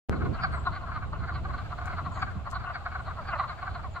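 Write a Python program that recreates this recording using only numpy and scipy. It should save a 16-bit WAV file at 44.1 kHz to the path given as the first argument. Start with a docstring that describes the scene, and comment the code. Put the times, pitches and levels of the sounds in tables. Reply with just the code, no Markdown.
"""Wood frogs quack all over a pond in open country. Each croak is a short, quickening train of
pulses that makes the frog's vocal sacs ring. Farther frogs fill the gaps, small birds chirp high
and faint, and both echo off the banks. A low rumble, a soft hiss and puffs of wind lie underneath.
The microphone opens with a bump and a rub of the hand; dry reeds tick now and then."""
import sys
import numpy as np
from scipy import signal
from scipy.fft import rfft, irfft, next_fast_len
from scipy.io import wavfile
from scipy.ndimage import uniform_filter1d, map_coordinates

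SR = 44100
rng = np.random.default_rng(int(sys.argv[2]) if len(sys.argv) > 2 else 0)


def pcm_store(signal):
    """Save signal as 16-bit PCM."""
    levels = np.round(np.clip(np.atleast_2d(signal), -1, 1) * 32767)
    wavfile.write(sys.argv[1], SR, levels.astype(np.int16).T)


N = 176400  # 4 seconds
TIME = np.arange(N) / SR


def amp(db):
    """Turn decibels into a gain."""
    return 10 ** (np.asarray(db) / 20)


def unit(x):
    """Scale a sound to an average (rms) level of 1."""
    return x / np.sqrt(np.mean(x ** 2) + 1e-20)


def along(points, hz):
    """Read between (Hz, value) rows on a logarithmic frequency scale."""
    freqs, values = np.transpose(points)
    return np.interp(np.log(hz + 1), np.log(freqs + 1), values)


def curve(rows, t=TIME):
    """Join (seconds, value) rows with straight lines."""
    return np.interp(t, *np.transpose(rows))


def wobble(rate):
    """A smooth curve through `rate` random values a second."""
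    return map_coordinates(rng.standard_normal(int(N * rate / SR) + 4), [TIME * rate])


def filtered(x, gain_at):
    """Turn each frequency up or down by gain_at(hz)."""
    size = next_fast_len(N + SR // 2)
    return irfft(rfft(x, size) * gain_at(np.fft.rfftfreq(size, 1 / SR)), size)[..., :N]


def placed(x, pan_db=0, lag_s=0):
    """Make a sound stereo, with the left side pan_db louder and lag_s later."""
    left, right = unit(amp([pan_db / 2, -pan_db / 2]))
    return np.array([left * np.roll(x, round(lag_s * SR)), right * x])


def add(out, start_s, x):
    """Mix the stereo sound x into out from start_s on."""
    start = round(start_s * SR)
    first, end = max(start, 0), min(start + x.shape[1], N)
    if end > first:
        out[:, first:end] += x[:, first - start:end - start]


# How wide noise sounds. Each row: frequency in Hz, side level against the middle in dB.
STEREO_WIDTH = [(50, -5.5), (130, -4), (300, -4), (650, -7), (3000, 0)]

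def noise(colour):
    """Stereo noise shaped by (Hz, dB) rows, narrower in the bass."""
    white = rng.standard_normal((2, N))
    mid, side = filtered(white, lambda hz: amp(along(colour, hz)))
    side = filtered(side, lambda hz: amp(along(STEREO_WIDTH, hz)))
    return unit(np.array([mid + side, mid - side]))


# How the rumble eases off. Each row: time in seconds, relative level in dB.
RUMBLE_LEVELS = [(.4, -38), (1.4, -38), (1.8, -41.5), (2.3, -41), (2.55, -44), (4, -44)]
# The tone of the rumble and of the air. Each row: frequency in Hz, relative level in dB.
RUMBLE_TONE = [(20, -10.5), (35, -7), (55, 0), (78, 2.5), (115, -3.5), (160, -11.5), (250, -20), (700, -33),
               (5000, -92)]
AIR_TONE = [(200, -20), (700, 12), (1500, -10), (2500, -6.5), (4300, -13), (5800, -25), (7500, -20.5),
            (8800, -32.5), (15500, -36)]

def outdoors():
    """An uneven low rumble and a soft hiss of air."""
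    rumble = amp(curve(RUMBLE_LEVELS) + 4 + 1.6 * wobble(rate=10)) * noise(RUMBLE_TONE)
    air = amp(-51.5 + wobble(rate=1.7)) * noise(AIR_TONE)
    return rumble + air


# Puffs of wind. Each row: time of the peak in seconds, level in dB.
WIND_PUFFS = [(.46, -39), (2.08, -40), (2.24, -37), (2.37, -36)]

def wind_puffs(centre_hz=165, db_per_octave=22, db_per_s=330):
    """Wind hits the microphone in short, soft thuds, different on each side."""
    level = sum(amp(db - db_per_s * np.abs(TIME - peak_s)) for peak_s, db in WIND_PUFFS)
    white = rng.standard_normal((2, N))
    thuds = filtered(white, lambda hz: amp(-db_per_octave * np.abs(np.log2((hz + 1) / centre_hz))))
    return level * unit(thuds)


# A hand rubbing the case. Each row: time in seconds, level in dB.
RUB_LEVELS = [(.085, -41), (.11, -28), (.18, -33.5), (.26, -30.5), (.335, -32.5), (.43, -94.5)]
# The tone of the rub. Each row: frequency in Hz, relative level in dB.
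RUB_TONE = [(30, -24), (130, 4), (250, -3), (400, -6), (600, -16), (2000, -37), (8000, -65.5)]

def handling(bump_hz=79.6, bump_fade_s=.08, click_s=.0015, click_rise_s=.00013):
    """A hand on the microphone's case: a click and a low bump, then a brief rub."""
    rub = filtered(rng.standard_normal((2, N)), lambda hz: amp(along(RUB_TONE, hz)))
    out = amp(curve(RUB_LEVELS)) * unit(rub)
    t = TIME[:SR // 4]
    bump = amp(-21 - 60 * t / bump_fade_s) * np.sin(2 * np.pi * bump_hz * t)
    click = -amp(-9.5) * np.exp(-t / click_s) * (1 - t / click_s)
    click *= 1 - np.exp(-t / click_rise_s)
    add(out, start_s=.0955, x=placed(bump) + placed(click, pan_db=12.5))
    return out


# Ticks of dry reeds. Each row: time in seconds, level in dB.
REED_TICKS = [(1.857, -55), (2.31, -69), (2.501, -56), (2.511, -56)]
# The tone of a tick. Each row: frequency in Hz, relative level in dB.
TICK_TONE = [(500, -33), (3000, -7), (7500, 1), (9000, -7.5), (15000, -19)]

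def reed_ticks(rise_s=.00075, fade_s=.087, grain_db=3):
    """Dry reeds give tiny, grainy crackles that start sharply and fade fast."""
    level = np.zeros(N)
    for peak_s, db in REED_TICKS:
        t = TIME - peak_s
        level += amp(db - 60 * np.abs(t) / fade_s) * np.clip(t / rise_s + 1, 0, 1)
    return level * unit(amp(grain_db * wobble(rate=700)) * noise(TICK_TONE))


# Bird chirps. Each row: start and length in seconds, first, middle and last pitch in Hz, level in dB.
BIRD_CHIRPS = [(0.519, 0.12, 9100, 7650, 7950, -69), (2.109, 0.14, 7940, 7400, 7650, -72),
               (2.113, .11, 6940, 6770, 6770, -68.5), (3.001, 0.063, 8100, 8230, 8450, -80),
               (3.904, 0.045, 7075, 7233, 6700, -70)]

def birds(waver_hz=130, flutter_db=4):
    """Small birds give thin, wavering whistles, each one a bent arc of pitch."""
    out = np.zeros((2, N))
    for start_s, length_s, *pitches, db in BIRD_CHIRPS:
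        size = int(length_s * SR)
        progress = np.linspace(0, 1, size)
        arc_hz = np.polyval(np.polyfit([0, .5, 1], pitches, 2), progress)
        hz = arc_hz + waver_hz * wobble(rate=360)[:size]
        whistle = np.sin(2 * np.pi * np.cumsum(hz) / SR)
        level = np.sqrt(np.abs(np.sin(np.pi * progress))) * amp(flutter_db * wobble(rate=250)[:size])
        add(out, start_s, amp(db) * placed(unit(whistle * level)))
    return out


# The echo of the banks. Each row: frequency in Hz, seconds to fade by 60 dB.
BANK_FADES = [(200, 0.85), (1200, 0.96), (4000, 0.39), (10000, 0.56)]

def bank_echo(x):
    """The banks return a soft wash of sound in which each frequency dies at its own speed."""
    hz, t, spectrum = signal.stft(rng.standard_normal((2, SR // 2)), SR, nperseg=256)
    fade = amp(-60 * t / along(BANK_FADES, hz)[:, None])
    _, tail = signal.istft(spectrum * fade, SR, nperseg=256)
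    return signal.fftconvolve(x, tail / np.linalg.norm(tail[0]), axes=1)[:, :N]


def reed_scatter(direct, db, close_db=-30, fade_s=.04):
    """Reeds scatter a croak; the fainter and farther the frog, the bigger the scattered share."""
    tail = rng.standard_normal((2, 2400)) * amp(-60 * TIME[:2400] / fade_s)
    scattered = signal.fftconvolve(direct, tail / np.linalg.norm(tail[0]), axes=1)
    share = amp(-14.5 + .4 * (close_db - db))
    return (direct + share * scattered[:, :direct.shape[1]]) / np.hypot(1, share)


def smear(x, radians=.45, step_hz=400):
    """Reflections off water and stems blur each pulse: its phase wanders with frequency."""
    hz = np.fft.rfftfreq(len(x), 1 / SR)
    wander = map_coordinates(rng.standard_normal(SR // step_hz), [hz / step_hz], order=1)
    return irfft(rfft(x) * np.exp(1j * radians * wander), len(x))


def swell(t, rise_db_per_s, fall_db_per_s, round_s=.0055):
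    """A gain that climbs to a rounded peak at t = 0, then fades."""
    slope = np.where(t < 0, rise_db_per_s, fall_db_per_s)
    return amp(-slope * (np.hypot(t, round_s) - round_s))


LEAD_S, TRAIL_S = .05, .042  # how long the pulses run before and after a croak's peak

def ring(times, strengths, centre_hz, tones, focus_db, sag_per_s=2.6, strike_s=.00014):
    """Each pulse rings a few tones; focus_db turns down those away from the second, main tone."""
    ring_samples, croak_samples = 600, 6000
    t = TIME[:ring_samples]
    sag = np.exp(-sag_per_s * np.maximum(times, -.013))[:, None]  # later pulses ring lower
    main_ratio = tones[1][0]
    rings = 0
    for k, (ratio, db, fade_s) in enumerate(tones):
        tone_db = db - focus_db * abs(np.log2(ratio / main_ratio)) + 1.6 * rng.standard_normal()
        wave = (-1) ** k * np.sin(2 * np.pi * centre_hz * ratio * sag * t)
        rings += amp(tone_db - 60 * t / fade_s) * wave
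    rings *= strengths[:, None] * (1 - np.exp(-t / strike_s))
    places = np.round((times + LEAD_S) * SR).astype(int)[:, None] + np.arange(ring_samples)
    train = np.bincount(places.ravel(), rings.ravel(), croak_samples)  # add up the overlapping rings
    train = smear(train[:croak_samples])
    return train / np.sqrt(uniform_filter1d(train ** 2, ring_samples).max())  # loudest stretch = 1


# The speed of the pulses. Each row: seconds from the croak's peak, multiple of the pulse rate.
PULSE_SPEED = [(-.04, .4), (-.022, .6), (-.009, 0.8), (0, 1.02), (.03, .8)]

def pulses(rate_hz, bend_per_s=1.2, jitter_cycles=.015, scatter_db=1.5, count=64):
    """Times and strengths of a croak's slightly uneven pulses: they quicken to the peak, then ease."""
    t = np.arange(-LEAD_S, TRAIL_S, 1 / SR)
    bend = np.exp(bend_per_s * rng.standard_normal() * t)  # each croak bends its pitch its own way
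    cycles = np.cumsum(rate_hz * bend * curve(PULSE_SPEED, t)) / SR
    cycles -= np.interp(0, t, cycles)
    slips, scatter = rng.standard_normal((2, count))
    beats = np.arange(count) - count // 2 + jitter_cycles * slips
    inside = (beats > cycles[0]) & (beats < cycles[-1])
    return np.interp(beats[inside], cycles, t), amp(scatter_db * scatter[inside])


# The ringing tones of the vocal sacs, and the upper tones above them.
# Each row: multiple of the sac or upper pitch, relative level in dB, seconds to fade by 60 dB.
SAC_TONES = [(.53, -9, 0.017), (.91, 2, 0.019), (1.149, -0.5, 0.019), (1.62, -9, 0.013)]
UPPER_TONES = [(0.721, -5, .004), (0.971, -1.5, 0.009), (1.051, -4.5, 0.0053), (1.75, -28, 0.002)]

def croak(db, rate_hz, pace, sac_hz, upper_hz, upper_db, focus_db, late_s):
    """One quack: pulses ring the upper tones, and the vocal sacs swell just after them."""
    times, strengths = pulses(rate_hz)
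    sac_swell = swell(pace * times, rise_db_per_s=778, fall_db_per_s=626.5)
    upper_swell = swell(pace * times + .007, rise_db_per_s=648, fall_db_per_s=498.5)
    sac = ring(times, strengths * sac_swell, sac_hz, SAC_TONES, focus_db)
    upper = ring(times, strengths * upper_swell, upper_hz, UPPER_TONES, focus_db)
    lag_s = late_s + .000025 * rng.standard_normal()
    direct = placed(sac, pan_db=.5 + 1.3 * rng.standard_normal(), lag_s=lag_s)
    direct += amp(upper_db) * placed(upper, pan_db=-5.5, lag_s=lag_s)
    return amp(db) * reed_scatter(direct, db)


# Frog voices by name. Each row: sac pitch in Hz, upper pitch in Hz, upper level against the sac in dB,
# drop in dB per octave away from the main tone, delay of the left side in seconds.
FROG_VOICES = {"bright": (1388, 4580, -18, 0, .00009), "cluck": (1400, 4620, -19, -1, -.00009),
               "pure": (1240, 4020, -22, 12, -.0001), "round": (1226, 4100, -23, 2, .00003),
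               "throaty": (1290, 2700, -16.5, 0, -.00009), "raspy": (1310, 4230, -16.5, 0, -.00005),
               "nasal": (1370, 4230, -26, 3, .00011), "plain": (1300, 4250, -23, 2, .00009),
               "dull": (1190, 4250, -27, 1, -.00011)}
# The near frogs. Each row: time of the peak in seconds, relative level in dB, pulses per second,
# pace of swell and fade (1 is usual, more is quicker), name of the voice.
NEAR_CROAKS = [(.135, -35, 370, 1, "nasal"), (.224, -36, 366, .9, "nasal"), (.262, -36, 370, 1.9, "plain"),
               (.358, -41, 340, 1, "raspy"), (.399, -36, 360, 1, "throaty"), (.446, -24, 395, 1, "bright"),
               (.545, -32, 353, .75, "plain"), (.582, -39, 350, 1.5, "dull"), (.675, -24, 367, 1.2, "pure"),
               (.737, -39, 380, 1.4, "raspy"), (.767, -36, 397, 1.1, "raspy"),
               (.842, -38, 362, 1.2, "dull"), (.895, -39, 370, 1.6, "dull"),
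               (.926, -35.5, 361, 1.2, "nasal"), (.965, -34, 316, .9, "plain"),
               (1.033, -37.5, 382, .9, "nasal"), (1.138, -35, 308, 1.6, "dull"),
               (1.246, -37.5, 353, 1.1, "plain"), (1.295, -33, 362, 1, "plain"),
               (1.362, -35, 391, .9, "raspy"), (1.458, -35, 398, 1.7, "nasal"),
               (1.5, -38, 370, 1.2, "dull"), (1.546, -34, 378, 1.3, "plain"), (1.59, -38, 400, 1, "raspy"),
               (1.73, -37.5, 339, 1.1, "dull"), (1.79, -37, 366, 1.6, "plain"),
               (1.823, -37.5, 370, 1.3, "plain"), (1.88, -34, 375, 1.5, "nasal"),
               (1.906, -38, 370, 1.2, "nasal"), (1.937, -36, 357, 1.1, "plain"),
               (1.99, -32.5, 349, .8, "plain"), (2.067, -33.5, 379, 1.2, "round"),
               (2.125, -40, 360, 1, "dull"), (2.178, -36, 398, 1.5, "dull"),
               (2.231, -26, 390, 1.8, "cluck"), (2.283, -38, 398, .8, "nasal"),
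               (2.474, -36.5, 299, 1.3, "dull"), (2.535, -35, 357, 1.4, "dull"),
               (2.564, -32.5, 382, 1.2, "raspy"), (2.647, -36, 379, 1.5, "plain"),
               (2.677, -34.5, 375, 1.2, "throaty"), (2.707, -35.5, 360, 1, "throaty"),
               (2.759, -32.5, 366, 1.1, "bright"), (2.868, -31, 371, 1.6, "nasal"),
               (2.926, -38, 380, 1.5, "nasal"), (2.959, -31, 382, 1.1, "nasal"),
               (3.002, -38, 370, 1.4, "plain"), (3.085, -34, 391, .9, "round"),
               (3.19, -35.5, 340, .7, "dull"), (3.293, -32, 406, 1.1, "cluck"),
               (3.339, -28, 342, 1.3, "throaty"), (3.363, -33, 300, 2, "dull"),
               (3.402, -25, 402, 1.3, "round"), (3.443, -33, 304, 1.4, "round"),
               (3.504, -34, 365, 1, "raspy"), (3.632, -33.5, 380, 1.4, "plain"),
               (3.681, -32.5, 391, 1.1, "nasal"), (3.761, -36.5, 363, 1.3, "raspy"),
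               (3.852, -37.5, 392, 1, "dull"), (3.97, -33.5, 364, 1.2, "round")]
# How crossing the pond colours a croak. Each row: frequency in Hz, gain in dB.
ACROSS_POND = [(200, -27), (460, -10), (580, 3.5), (1500, -1.5), (4600, 0), (5900, -13), (7500, -3),
               (9000, -11.5)]

def frogs(far_per_s=28, far_db=-46, build_s=.002458):
    """Near frogs call in turn over a random scatter of far ones."""
    out = np.zeros((2, N))
    for peak_s, db, rate_hz, pace, voice in NEAR_CROAKS:
        start_s = peak_s - LEAD_S - build_s  # the ringing takes a moment to build up
        add(out, start_s, croak(db, rate_hz, pace, *FROG_VOICES[voice]))
    usual_hz = np.mean([row[2] for row in NEAR_CROAKS])
    voices = list(FROG_VOICES.values())
    for k in range(int(far_per_s * N / SR)):
        slip, loudness, pitch = rng.standard_normal(3)
        call = croak(far_db + 3 * loudness, usual_hz * np.exp(.07 * pitch), 1, *voices[k % len(voices)])
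        add(out, (k + slip) / far_per_s - LEAD_S, call)
    return filtered(out, lambda hz: amp(along(ACROSS_POND, hz)))


def scene():
    """Frogs and birds with their echo, plus the reeds, the hand, the wind and the background."""
    chorus, chirps = frogs(), birds()
    echo = bank_echo(amp(-16) * chorus + amp(-6) * chirps)
    return chorus + chirps + echo + reed_ticks() + handling() + wind_puffs() + outdoors()


# The microphone's two openings hear treble unequally. Each row: frequency in Hz, left minus right in dB.
MIC_BALANCE = [(750, -1), (1350, 2), (2000, 1.5), (4300, -1.5), (5000, 3), (6000, 6.5), (7500, 7),
               (10000, 3)]

def record(dry, open_s=.086, fade_in_s=.0017, top_hz=15750):
    """The microphone opens just after the start and keeps nothing above top_hz."""
    opened = dry * np.clip((TIME - open_s) / fade_in_s, 0, 1)
    sides = np.array([[.5], [-.5]])
    return filtered(opened, lambda hz: amp(along(MIC_BALANCE, hz) * sides) * (hz < top_hz))


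dry = scene()
out = record(dry)
pcm_store(out)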